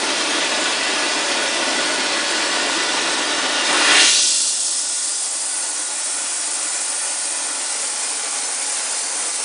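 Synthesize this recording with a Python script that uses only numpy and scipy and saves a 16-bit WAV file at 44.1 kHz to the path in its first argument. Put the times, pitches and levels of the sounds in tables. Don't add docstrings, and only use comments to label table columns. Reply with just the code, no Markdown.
import sys
import numpy as np
from scipy import signal
from scipy.io import wavfile
from scipy.ndimage import uniform_filter1d

SR = 44100
rng = np.random.default_rng(int(sys.argv[2]) if len(sys.argv) > 2 else 0)


def wrap_up_sound(samples):
    columns = np.atleast_2d(samples).T
    tamed = np.clip(columns, -1, 1)
    steps = np.round(tamed * 32767).astype(np.int16)
    wavfile.write(sys.argv[1], SR, steps)


def invert_db(level):
    return 10 ** (np.asarray(level, dtype=float) / 20)


N = 416304
FRAME, HOP = 2048, 512
HZ = np.fft.rfftfreq(FRAME, 1 / SR)[:, None]
TIMES = (np.arange(N // HOP + 5) * HOP) / SR
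BLUE_S = 4.22


def valve():
    # time_s, oxygen_share (0-1), whoosh_db
    opening = [
        (3.55, 0.05, -42),
        (3.76, 0.22, -22.5),
        (3.9, 0.27, -16),
        (3.98, 0.49, -13),
        (4.12, .83, -14.5),
        (4.25, 0.9, -16.5),
        (4.55, 0.95, -23.5),
        (5.25, 0.98, -29),
        (5.65, 1, -46),
    ]
    time_s, share, whoosh_db = np.transpose(opening)
    oxygen = np.clip(np.interp(TIMES, time_s, share), 0, 1)
    return oxygen, np.interp(TIMES, time_s, whoosh_db)


def sooty_roar(oxygen):
    # pitch_hz, level_db (per Hz)
    spectrum = [(100, -15.5), (200, -2.5), (300, -0.5), (450, -1), (800, -1), (1200, -2), (1700, -2.5),
                (2700, -4), (3700, -3.5), (4800, -5), (6800, -9.5), (9600, -11.5), (11000, -17.5)]
    flare_db = 3.5 * np.minimum(oxygen / 0.28, 1)
    soot = (1 - oxygen ** 3) ** 1.59 + invert_db(-26) * oxygen
    return invert_db(-21.2 + flare_db) * soot * shape(spectrum)


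def whoosh(oxygen, level_db, low_hz=890, high_hz=6460, below=0.65, above=0.87):
    centre_hz = low_hz * (high_hz / low_hz) ** oxygen
    spread = 1 + 0.74 * (1 - oxygen)
    octaves = np.log2((HZ + 1) / centre_hz) / spread
    width = np.where(octaves < 0, below, above)
    hump = np.exp(-.5 * (octaves / width) ** 2)
    return invert_db(level_db) * hump / np.sqrt(np.mean(hump ** 2, axis=0))


def swing_db(time_s=8.78, width_s=0.074, peak_db=1.5):
    return peak_db * np.exp(-.5 * ((TIMES - time_s) / width_s) ** 2)


def blue_rush(settle_s=0.98):
    # pitch_hz, level_db (per Hz)
    spectrum = [(100, -16.5), (210, -11), (300, -4), (420, -5), (600, -0.5), (850, -1), (1200, -2),
                (2000, -3.5), (3400, -5), (6000, -6.5), (11000, -15)]
    since = np.maximum(TIMES - BLUE_S, 0)
    level_db = -29.5 - 12.5 * np.exp(-since / settle_s) + swing_db()
    return invert_db(level_db) * shape(spectrum)


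def jet_hiss(oxygen, surge_s=3.1):
    # pitch_hz, level_db (per Hz)
    spectrum = [(1000, -20.5), (2400, -33.5), (3400, -10.5), (4800, 0), (6800, 3.5), (9600, 10.5),
                (11000, -7)]
    since = np.maximum(TIMES - BLUE_S, 0)
    shut = 1 - np.minimum(oxygen / 0.32, 1)
    level_db = -24 - 14.5 * shut + np.exp(-since / surge_s) + swing_db()
    return invert_db(level_db) * shape(spectrum)


def flame(glint_db=1.62, flicker_db=1.04, gust_db=0.28):
    oxygen, whoosh_db = valve()
    power = sooty_roar(oxygen) ** 2 + whoosh(oxygen, whoosh_db) ** 2
    power += blue_rush() ** 2 + jet_hiss(oxygen) ** 2
    flicker = patches(bins=150, frames=1)
    glints = patches(bins=3, frames=30) * np.clip(HZ / 5000, 0, 1)
    gusts = patches(bins=20, frames=5)
    return np.sqrt(power) * invert_db(glint_db * glints + flicker_db * flicker + gust_db * gusts)


def evened(x):
    return x / np.sqrt(np.mean(np.abs(x) ** 2) + 1e-20)


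def shape(points):
    f, db = np.transpose(points)
    return evened(invert_db(np.interp(np.log(HZ + 1), np.log(f), db, left=-90)))


def patches(bins, frames):
    field = rng.standard_normal((len(TIMES), len(HZ))).T
    for _ in range(2):
        field = uniform_filter1d(field, bins, 0)
        field = uniform_filter1d(field, frames, 1)
    return evened(field)


def noise(gain):
    a, b = rng.standard_normal((len(TIMES), len(HZ), 2)).T
    waves = (a + 1j * b) * gain
    return signal.istft(waves, nperseg=FRAME, noverlap=FRAME - HOP)[1][:N] / 27


def workshop(x, depth=1.1):
    # start_s, end_s
    moves = [
        (1.9, 2.7),
        (4.2, 4.7),
        (7.5, 7.95),
    ]
    # pitch_hz, width_hz, level_db
    level_pose = [(597, 70, 4.6), (808, 51, -3.2), (1375, 44, -3.3), (1690, 38, 4.8), (1883, 39, -2.9),
                  (2246, 45, -4.4), (2332, 38, 2.9), (2598, 50, 4), (2657, 31, -5.2), (2772, 35, 3.1),
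                  (2943, 34, 3.6), (3014, 90, -2.8), (3306, 70, 2.9), (3500, 38, 3)]
    # pitch_hz, width_hz, level_db
    leaning_pose = [(582, 68, 3.4), (796, 30, -3), (1790, 42, 2.3), (2141, 87, -5.7), (2658, 31, -3.9),
                    (2784, 71, 4.7), (3040, 70, -4.5), (3502, 38, 4.8), (3586, 49, -5.5), (3729, 50, 3.6),
                    (4437, 63, 3.7), (4590, 89, -4.3), (4996, 127, 2.5), (6526, 34, 4.3)]
    # pitch_hz, width_hz, level_db
    raised_pose = [(381, 50, -4), (558, 41, 3.6), (606, 35, -2.3), (760, 25, 2.8), (850, 28, 2.4),
                   (2190, 255, -1.5), (2896, 41, -3.5), (3066, 90, -2.7), (3396, 45, 2.6), (3649, 38, -3.1),
                   (5230, 97, 2.2), (5399, 90, -2.8), (5552, 56, 3.5), (7358, 66, 3.7)]
    # pitch_hz, width_hz, level_db
    tipped_pose = [(376, 90, -4), (447, 37, 5), (551, 31, 2.7), (605, 44, -3), (838, 52, 5),
                   (1270, 75, -2.5), (1490, 55, 2.5), (3108, 79, 2.5), (2650, 31, -3.3), (2783, 36, 2.9),
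                   (2928, 46, -3.8), (3245, 30, -3.6), (3418, 66, -2.8), (4975, 65, 2.9)]
    # pitch_hz, width_hz, level_db
    block_walls = [(312, 55, 2.9), (480, 65, -3.5), (905, 31, 3.8), (941, 25, -4), (982, 32, 3.4),
                   (1027, 31, -3.4), (1195, 40, 2.5), (1256, 58, -4), (1450, 87, 5.4), (1600, 75, -6.2),
                   (1794, 40, 3.8), (1980, 52, 5), (2457, 42, 3.2), (3126, 40, 2)]

    hz, t, z = signal.stft(x, SR, nperseg=4096, noverlap=3072)

    def curve(table):
        return sum(db * np.exp(-(2 * (hz[:, None] - f) / width) ** 2 * np.log(2)) for f, width, db in table)

    poses = [curve(table) for table in (level_pose, leaning_pose, raised_pose, tipped_pose)]
    comb_db = poses[0]
    for move, before, after in zip(moves, poses, poses[1:]):
        comb_db = comb_db + np.interp(t, move, [0, 1]) * (after - before)
    wall_share = np.interp(t, moves[-1], [1, 0.31])
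    comb_db = comb_db + curve(block_walls) * wall_share
    return signal.istft(z * invert_db(depth * comb_db), SR, nperseg=4096, noverlap=3072)[1][:N]


def reverberate(x, wet_db=-4.5, t60=.3, treble_hz=9000, bass_hz=1600, count=6):
    t = np.arange(SR // 2) / SR
    place = np.arange(N) / N * (count - 1)
    out = x.copy()
    for k in range(count):
        tail = rng.standard_normal(len(t)) * invert_db(-60 * t / t60) * (t > .012)
        tail = signal.lfilter([1], [1, -np.exp(-2 * np.pi * treble_hz / SR)], tail)
        tail = signal.lfilter(*signal.butter(1, bass_hz, "high", fs=SR), tail)
        share = np.cos(np.pi / 2 * np.clip(place - k, -1, 1))
        out += invert_db(wet_db) * signal.oaconvolve(x * share, tail / np.linalg.norm(tail))[:N]
    return out / np.hypot(1, invert_db(wet_db))


def microphone():
    # pitch_hz, level_db
    response = [(125, -51), (148, -23.5), (175, -5), (225, -9.5), (245, 1), (11000, 0)]
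    return shape(response)


def scene():
    torch = noise(flame() * microphone())
    return np.tile(reverberate(workshop(torch)), (2, 1))


def treble_holes(x, depth_db=-20, rarity=1.75, full_hz=9500):
    hz, t, z = signal.stft(x, SR, nperseg=256, noverlap=192)
    field = rng.standard_normal(z.shape[::-1]).T
    field = evened(signal.fftconvolve(field, np.outer(np.hanning(8), np.hanning(13)), "same"))
    edge = rarity + .9 * np.maximum(np.log2(full_hz / (hz + 1)), 0)
    hole = 1 / (1 + np.exp(-8 * (field - edge[:, None])))
    return signal.istft(z * invert_db(depth_db * hole), SR, nperseg=256, noverlap=192)[1][:N]


def bass_blips(x, under_db=-35):
    busy = [4.02, 5.0, 5.15, 5.55, 6.42, 6.52, 7.42, 7.95, 8.85]
    size, hop = 4096, 2048
    frames = N // hop
    low = signal.lfilter(*signal.butter(2, [300, 1000], "band", fs=SR), x)[:frames * hop]
    low_db = 10 * np.log10(np.mean(low.reshape(frames, -1) ** 2, axis=1) + 1e-12)
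    chance = np.interp(low_db, [-36, -29], [.075, .4])
    chance[np.round(np.array(busy) * SR / hop).astype(int) - 1] = 0.67
    draws = rng.random((frames, 11, 2))
    t, out = np.arange(size) / SR, np.zeros(N + size)
    fade = np.sin(np.pi * t * SR / size) ** 2
    for frame, line in zip(*np.nonzero(draws[..., 0] < chance[:, None])):
        pitch_hz = (line + 2.5) * SR / size
        tone = np.cos(2 * np.pi * (pitch_hz * t + draws[frame, line, 1]))
        out[frame * hop:][:size] += invert_db(low_db[frame] + under_db) * fade * tone
    return out[:N]


def side_bursts(mid):
    # time_s, low_hz, high_hz, level_db (side against middle)
    splits = [(0.423, 6190, 7650.0, -6), (0.515, 5100, 6360.0, -5.7), (0.517, 6820.0, 8340.0, -7.1),
              (2.512, 5200, 6430, -7), (3.394, 5610.0, 7570, -5.6), (3.674, 4580.0, 5760.0, -9.1),
              (4.603, 7530, 8940, -4), (5.438, 4150.0, 5240.0, -8.1), (6.715, 5200, 6360.0, -10),
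              (7.505, 8110.0, 9800, -8.1), (8.456, 5200, 6300, -5)]
    side, size = np.zeros(N), 2048
    for s, low_hz, high_hz, db in splits:
        at = round(s * SR) - size // 2
        band = signal.firwin(601, [low_hz, high_hz], pass_zero=False, window=("kaiser", 7), fs=SR)
        heard = np.convolve(mid[at:at + size], band, "same")
        burst = rng.standard_normal(size) * np.pad(signal.windows.tukey(size - 400, .5), 200)
        fill = np.convolve(burst, band, "same")
        side[at:at + size] += invert_db(db) * np.std(heard) * evened(fill)
    return side


def top_cut(x):
    return signal.sosfilt(signal.butter(12, 11310, fs=SR, output="sos"), x)


def record(dry):
    straight = np.clip(dry[0], -.6, .6)
    mid = straight + .19 * np.tanh((dry[0] - straight) / .19)
    mid = treble_holes(mid) + bass_blips(mid)
    mid = signal.oaconvolve(mid, signal.firwin(2001, 10110, window=("kaiser", 10), fs=SR), "same")
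    side = side_bursts(mid)
    return top_cut(np.array([mid + side, mid - side]))


dry = scene()
out = record(dry)
wrap_up_sound(out)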